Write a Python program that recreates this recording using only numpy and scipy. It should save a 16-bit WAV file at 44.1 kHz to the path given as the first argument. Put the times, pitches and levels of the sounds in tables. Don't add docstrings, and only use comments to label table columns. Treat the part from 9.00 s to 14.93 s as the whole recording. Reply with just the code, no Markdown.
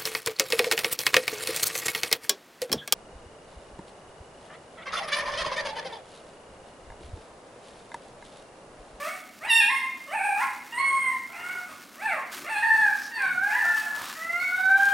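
import sys
import numpy as np
from scipy import signal
from scipy.fft import rfft, irfft, next_fast_len
from scipy.io import wavfile

SR = 44100
rng = np.random.default_rng(int(sys.argv[2]) if len(sys.argv) > 2 else 0)


def master_out(mix):
    frames = np.transpose(np.atleast_2d(mix))
    ceiling = np.clip(frames, -1, 1)
    pcm = np.round(ceiling * 32767).astype(np.int16)
    wavfile.write(sys.argv[1], SR, pcm)


N = 261513
TIME = np.arange(N) / SR
TOP_HZ = 15900


def undb(db):
    return 10 ** (np.asarray(db) / 20)


def unit(x):
    return x / np.sqrt(np.mean(x ** 2))


def at_hz(points, hz):
    point_hz, value = np.transpose(points)
    return np.interp(np.log(np.maximum(hz, 1)), np.log(point_hz), value)


def bins(size):
    return np.arange(size // 2 + 1) * SR / size


def colour(x, points):
    return irfft(rfft(x) * undb(at_hz(points, bins(len(x)))), len(x))


def band(x, lo_hz, hi_hz):
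    hz = bins(len(x))
    return irfft(rfft(x) * ((hz >= lo_hz) & (hz < hi_hz)), len(x))


def resonance(hz, centre_hz, width_hz):
    return 1 / (1 + (2 * (hz - centre_hz) / width_hz) ** 2)


def noise(centre_hz, width_hz, size=N):
    padded = next_fast_len(size, True)
    spectrum = rfft(rng.standard_normal(padded)) * resonance(bins(padded), centre_hz, width_hz)
    return unit(irfft(spectrum, padded)[:size])


def flicker(t, rate_hz):
    knots = np.arange(t.min(), t.max(), 1 / rate_hz)
    return np.interp(t, knots, rng.standard_normal(len(knots)))


def stereo(mid, side, side_db):
    return mid + np.array([[1], [-1]]) * undb(side_db) * side


# hz, gain_db
HUM_COLOUR = [(60, -10.5), (128, -12.5), (240, 4), (442, -6), (750, -3.5), (1980, -41)]
HUM_DB = -57.5


def hum():
    mid, side = (colour(rng.standard_normal(N), HUM_COLOUR) for _ in range(2))
    return stereo(mid, side, -11) * undb(HUM_DB) / np.std(band(mid, 100, 400))


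# hz, gain_db
HISS_COLOUR = [(100, -45), (850, 3.5), (1200, 13), (3400, 5.5), (5500, 4.5), (7500, 2), (15500, -2)]
# (from 5.8 to 7 kHz, before the trim)
HISS_SWELLS = [(.08, 0.14, 0.1, -51), (1.43, 0.089, 0.075, -51.5), (2.45, 0.024, 0.35, -54.5),
               (3.321, 0.0028, 0.12, -46.5), (3.75, 0.14, 0.44, -52), (4.44, 0.016, 0.94, -52.5),
               (4.8, 0.19, 0.038, -45.5), (5.08, 0.23, 0.17, -48), (5.601, 0.42, 0.03, -54),
               (5.899, 0.27, 0.092, -49.5)]
HISS_REST_DB = -59.5


def hiss(trim_db=-3.0, grain_db=1.0, flicker_db=1.5, crackle_db=2.0):
    roughness = undb(grain_db * noise(0, 4400) + crackle_db * noise(0, 480))
    grains = colour(rng.standard_normal(N) * roughness, HISS_COLOUR)
    grains = grains / np.std(band(grains, 5800, 7000))
    power = undb(HISS_REST_DB) ** 2
    for peak_s, rise_s, fall_s, level_db in HISS_SWELLS:
        distance = np.maximum((peak_s - TIME) / rise_s, (TIME - peak_s) / fall_s)
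        power = power + (undb(level_db) * np.exp(-distance)) ** 2
    return grains * np.sqrt(power) * undb(trim_db + flicker_db * noise(0, 18))


# hz, reverberation_time_s
ROOM_RING = [(500, .59), (3000, 0.66), (8000, 0.56), (14000, 0.24)]


def room_tail(build_s=0.00031):
    t = TIME[:SR]
    source = rng.standard_normal(SR)
    edges = np.geomspace(100, SR / 2, 10)
    tail = 0
    for lo, hi in zip(edges, edges[1:]):
        ring_s = at_hz(ROOM_RING, np.sqrt(lo * hi))
        tail = tail + band(source, lo, hi) * np.exp(-np.log(1000) * t / ring_s)
    tail = tail * (1 - np.exp(-t / build_s))
    return tail / np.sqrt(np.sum(tail ** 2))


def kitchen(x, direct_db, wet_db, side_db=-10):
    mid, side = (signal.fftconvolve(x, room_tail())[:N] for _ in range(2))
    return undb(direct_db) * x + undb(wet_db) * stereo(mid, side, side_db)


# start_s, level_db (before the trim and the colour)
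TICKS = [(4.2214, -40), (4.962, -39), (5.0562, -36), (5.1275, -38), (5.833, -36), (5.855, -33.5)]


def ticks(decay_s=0.0026, trim_db=3):
    blows = sum(undb(db + trim_db) * np.exp(-abs(TIME - s) / decay_s) * (TIME >= s) for s, db in TICKS)
    return colour(blows * rng.standard_normal(N), HISS_COLOUR)


# peak_s, length_s, centre_hz, width_hz, level_db (before the patchiness)
SCUFFS = [(3.41, 0.06, 346, 125, -49), (4.043, 0.059, 5300, 1534, -46), (4.372, 0.12, 172, 71, -56.5),
          (5.03, 0.098, 1210, 940, -39), (5.072, 0.063, 3600, 2000, -44.5)]


def scuffs(patchy_db=3.5):
    patchy = undb(patchy_db * noise(0, 190))
    scrapes = 0
    for peak_s, length_s, centre_hz, width_hz, level_db in SCUFFS:
        swell = np.exp(-((TIME - peak_s) / length_s) ** 2)
        scrapes = scrapes + undb(level_db) * swell * noise(centre_hz, width_hz)
    return scrapes * patchy


MOUTH_WIDTH_HZ, CLOSING_SHARE = 493, 0.081
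MOUTH_LEAK_DB = -9


def mouth_harmonics(pitch, closed, open_hz, closed_hz):
    centre_hz = open_hz + (closed_hz - open_hz) * closed
    mouth = resonance(np.outer([2, 3], pitch), centre_hz, MOUTH_WIDTH_HZ)
    lower = mouth[0] + undb(MOUTH_LEAK_DB)
    return np.array([lower, mouth[1]]) / np.hypot(lower, mouth[1])


# time_s, level_db (above 7 kHz)
FACING = [(2.1, 5.5), (3.1, -10), (5.5, -19)]
SHRILL_BUILD_S, OVERTONE_FLICKER_DB, OVERTONE_FLICKER_HZ = .025, 3, 39.5


def throat_overtones(t, start, pitch, phase, k, throat):
    weight = undb(at_hz(throat, k * pitch)) * (k * pitch < TOP_HZ)
    facing = undb(np.interp(t, *np.transpose(FACING)))
    shrill = facing * np.tanh(np.maximum(t - start, 0) / SHRILL_BUILD_S)
    beam = np.where(k * pitch > 7000, shrill, 1)
    uneven = undb(OVERTONE_FLICKER_DB * np.array([flicker(t, OVERTONE_FLICKER_HZ) for _ in k]))
    overtones = (beam * uneven * weight * np.sin(k * phase)).sum(axis=0)
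    return overtones / np.sqrt((weight ** 2).sum(axis=0))


# peak_s, length_s, centre_hz, level_db (relative to the cry)
MUZZLE_RINGS = [(1.1, .03, 2920, -1), (1.808, 0.054, 4243, -10), (4.16, .037, 4490, -10.5),
                (5.44, 0.047, 4305, -13), (5.6, 0.22, 3730, -23.5), (5.867, 0.097, 3200, -28)]
MUZZLE_WIDTH_HZ = 150


def muzzle_ring(t, pitch, phase, k):
    ring = 0
    for peak_s, length_s, centre_hz, level_db in MUZZLE_RINGS:
        opening = undb(level_db) * np.exp(-((t - peak_s) / length_s) ** 2)
        ring = ring + opening * resonance(k * pitch, centre_hz, MUZZLE_WIDTH_HZ)
    return (ring * np.sin(k * phase)).sum(axis=0)


# hz, gain_db
THROAT = [(2000, 61), (2750, 28), (3050, 7), (3500, 3), (3760, 14), (4020, 6.5), (4400, 11.5), (5200, -18),
          (6500, -44), (7500, 4), (8600, 20), (10200, 6), (12500, -5), (15000, -20)]
# hz, gain_db
OPEN_THROAT = [(3200, 11.5), (3650, 10), (4500, -6.5), (5450, -3), (6300, -22), (7700, -12.5), (9800, -2.5),
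               (11200, -16), (12600, -16), (14500, -36)]
WIDE_OPEN_FROM_S, WIDE_OPEN_TO_S = .45, .9
SCOOP_OCTAVES_PER_S, SCOOP_MAX_OCTAVES, FADE_DB, EFFORT_DB_PER_OCTAVE = 12, .63, 12.5, 3.5
QUIVER_HZ, QUIVER_WIDTH_HZ, QUIVER_DB, QUIVER_PITCH_SHARE = 19, 21, 0.78, .0025
PHARYNX_HZ, PHARYNX_WIDTH_HZ = 950, 730
ATTACK_S, RELEASE_S = .012, .01
OVERTONE_TRIM_DB, CLOSED_DULL_DB, AIR_PER_RASP = -2, 6.5, 5.8


def cry(start, level_db, swell_s, swell_db, fade_s, fundamental_db, upper_db, open_hz, closed_hz,
        closes_s, tremor, rasp, half_db, held):
    held_s, held_hz = np.transpose(held)
    end = held_s[-1]
    on = (TIME > start - ATTACK_S) & (TIME < end + RELEASE_S)
    t = TIME[on]
    scoop = np.clip(SCOOP_OCTAVES_PER_S * (held_s[0] - np.maximum(t, start)), 0, SCOOP_MAX_OCTAVES)
    pitch = np.interp(t, held_s, held_hz) * 2 ** -scoop
    middle_pitch = np.median(pitch)

    swell = np.interp(t - start, [0, swell_s], [-swell_db, 0])
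    fade = np.interp(end - t, [0, fade_s], [-FADE_DB, 0])
    effort = EFFORT_DB_PER_OCTAVE * np.log2(pitch / middle_pitch)
    envelope = undb(level_db + swell + fade + effort)

    closed = (1 + np.tanh((t - closes_s) / (CLOSING_SHARE * (end - start)))) / 2
    second, third = mouth_harmonics(pitch, closed, open_hz, closed_hz)
    first = undb(fundamental_db) * resonance(pitch, PHARYNX_HZ, PHARYNX_WIDTH_HZ)

    slack = (middle_pitch / pitch) ** 3
    quiver = noise(QUIVER_HZ, QUIVER_WIDTH_HZ, t.size)
    tremble = tremor * slack * noise(36.2, 60.7, t.size)
    pitch = pitch * (1 + tremble + QUIVER_PITCH_SHARE * quiver)

    phase = 2 * np.pi * np.cumsum(pitch) / SR + .5 * rasp * noise(0, 920, t.size)
    strength = undb(QUIVER_DB * quiver) + rasp * noise(0, 250, t.size)
    voice = first * np.sin(phase) + second * np.sin(2 * phase) + third * np.sin(3 * phase)

    doubling = undb(half_db) * second * noise(0, 720, t.size)
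    voice = voice + doubling * np.cos(phase / 2) * (np.sin(phase) + np.sin(2 * phase))

    throat = OPEN_THROAT if WIDE_OPEN_FROM_S < start < WIDE_OPEN_TO_S else THROAT
    k = np.arange(4, 22)[:, None]
    overtones = throat_overtones(t, start, pitch, phase, k, throat)
    voice = voice + muzzle_ring(t, pitch, phase, k)

    breath = unit(colour(band(rng.standard_normal(t.size), 2600, TOP_HZ), throat))
    air = AIR_PER_RASP * rasp * breath * (1 + np.cos(phase)) / 2
    upper_gain = undb(upper_db + OVERTONE_TRIM_DB - CLOSED_DULL_DB * closed)
    voice = voice + upper_gain * (overtones + air)

    gate = np.interp(t, [start - ATTACK_S, start, end, end + RELEASE_S], [0, 1, 1, 0])
    out = np.zeros(N)
    out[on] = np.sqrt(2) * voice * envelope * strength * gate
    return out


# start_s, level_db, swell_s, swell_depth_db, fade_s, fundamental_db,
# overtones_db (before trim and dulling), mouth_open_hz, mouth_closed_hz,
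# mouth_closes_s (midpoint, may lie outside the cry), tremor_share, rasp_share, half_pitch_db,
# held_pitch as (time_s, pitch_hz) points up to the end
CRIES = [ (-.02, -35.5, 0.023, 7.7, 0.096, 0.5, -9, 1520, 2130, 0.074, 0.0064, 0.12, -47, [(0, 569),
         (.05, 609), (.095, 736), (.15, 755)]),
         (.415, -35.5, 0.03, 10.6, .0033, -2.5, -20, 2220, 2490, 0.47, 0.015, 0.31, -45, [(.46, 880),
         (.49, 1008)]),
         (.486, -21.5, .014, 15, 0.063, -14.5, -5.5, 2595, 2300, 0.6, 0.0084, .018, -44, [(.487, 992),
         (.502, 930), (.522, 900), (.565, 920.6), (.603, 902), (.616, 812.6), (.675, 818)]),
         (.68, -27, 0.047, 1.6, 0.096, -4, -22, 2300, 2070, .79, 0.0059, .012, -50, [(.708, 1069),
         (.85, 1040)]),
         (1.075, -33, 0.066, 13, 0.051, 2.5, -20, 2206, 2160, 1.34, 0.021, 0.058, -34.5, [(1.15, 898),
         (1.195, 784), (1.28, 829.3), (1.32, 790), (1.395, 841.5), (1.43, 1101), (1.475, 972)]),
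         (1.365, -38.5, .016, 6.1, .0031, -17, -13.5, 1500, 1650, 1.66, 0.046, .074, -24, [(1.405, 711),
         (1.46, 704)]),
         (1.73, -24, 0.13, 12.3, 0.0098, -3, -15.5, 2390, 2175, 1.76, 0.0086, 0.087, -23, [(1.732, 935.3),
         (1.77, 968.6), (1.8, 1100), (1.825, 1100)]),
         (1.82, -28.5, 0.0048, 1.3, 0.056, -3.5, -23.5, 2080, 1820, 2.2, 0.0041, 0.028, -23.5, [(1.822, 1099),
         (2.01, 1059), (2.105, 1030), (2.135, 902)]),
         (2.3, -37.5, 0.15, 13.4, 0.1, -6.5, -20.5, 1960, 1790, 2.52, .013, 0.071, -17, [(2.302, 682.4),
         (2.42, 709), (2.49, 733.2), (2.66, 722.2)]),
         (2.675, -42.5, 0.05, 12.4, 0.019, -10, -6, 1440, 1310, 2.73, 0.032, 0.17, -8, [(2.68, 667.6),
         (2.735, 567)]),
         (2.3, -45.5, 0.079, 6.4, 0.23, -3.5, -20, 2580, 2480, 2, 0.028, 0.14, -4, [(2.302, 731),
         (2.375, 918), (2.58, 962)]),
         (2.972, -31, 0.079, 20.3, .097, -2, -15.5, 2105, 2120, 3.7, 0.016, 0.12, -38, [(3.03, 864),
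         (3.065, 880.3), (3.11, 707.5), (3.17, 556), (3.22, 488)]),
         (3.45, -28.5, 0.14, 9.1, 0.012, -3.5, -7, 2180, 1910, 3.6, 0.019, 0.083, -43, [(3.505, 898.6),
         (3.56, 828), (3.615, 848)]),
         (3.62, -22, 0.016, 3.6, 0.05, -10.5, -21, 1690, 1760, 3.84, 0.013, 0.045, -37, [(3.63, 907.3),
         (3.79, 873), (3.86, 826.7), (3.915, 766)]),
         (4.12, -27, 0.11, 13, 0.11, -13, -12.5, 2055, 1710, 4.23, 0.0054, 0.049, -37, [(4.121, 931),
         (4.16, 906), (4.2, 818.6), (4.26, 747), (4.38, 712.6)]),
         (4.36, -27.5, 0.084, 3.6, 0.035, -10, -44, 1500, 1660, 5.3, 0.0062, 0.026, -50, [(4.362, 725.7),
         (4.46, 816.5), (4.58, 887)]),
         (4.58, -25, 0.22, 7.3, 0.045, -19, -28, 1910, 1705, 4.45, 0.0024, 0.018, -51, [(4.581, 884),
         (4.67, 888.6), (4.75, 868.5), (4.9, 855)]),
         (4.16, -42.5, 0.024, 4.7, 0.072, -1, -24, 2200, 2050, 4.26, 0.014, 0.054, -7.5, [(4.165, 981.5),
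         (4.24, 1096), (4.32, 1112)]),
         (4.495, -34, .045, 3.6, 0.045, -5, -26, 2180, 1550, 4.63, 0.02, 0.053, -24, [(4.53, 902.4),
         (4.57, 1014), (4.61, 928), (4.645, 715.6), (4.73, 696)]),
         (4.83, -41.5, 0.032, 11, 0.024, 1.5, -15, 1500, 1450, 4.86, 0.021, .04, -35, [(4.84, 731),
         (4.885, 688)]),
         (5.16, -30, 0.18, 13.2, 0.14, -10.5, -17.5, 1900, 2150, 5.23, 0.0066, .03, -18.5, [(5.162, 637.4),
         (5.39, 706.7), (5.44, 746), (5.56, 727)]),
         (5.5, -23.5, 0.2, 7.3, .005, -9, -19.5, 1730, 1440, 4.4, 0.0031, 0.03, -31.5, [(5.502, 728.2),
         (5.72, 775.4), (5.83, 798.5), (5.94, 793.8)])]


def litter():
    return sum(cry(*call) for call in CRIES)


def scene(pan_db=-1.04):
    pan = undb(np.array([[pan_db], [-pan_db]]) / 2)
    mostly_direct = kitchen(hiss() + scuffs() + ticks(), direct_db=-1.0, wet_db=-28.5)
    far = kitchen(litter(), direct_db=-0.5, wet_db=-0.5, side_db=-10.5) * pan
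    return hum() + mostly_direct + far


def record(dry):
    thin = signal.sosfilt(signal.butter(3, 52, "high", fs=SR, output="sos"), dry)
    return signal.sosfilt(signal.ellip(10, .2, 80, TOP_HZ, fs=SR, output="sos"), thin)


dry = scene()
out = record(dry)
master_out(out)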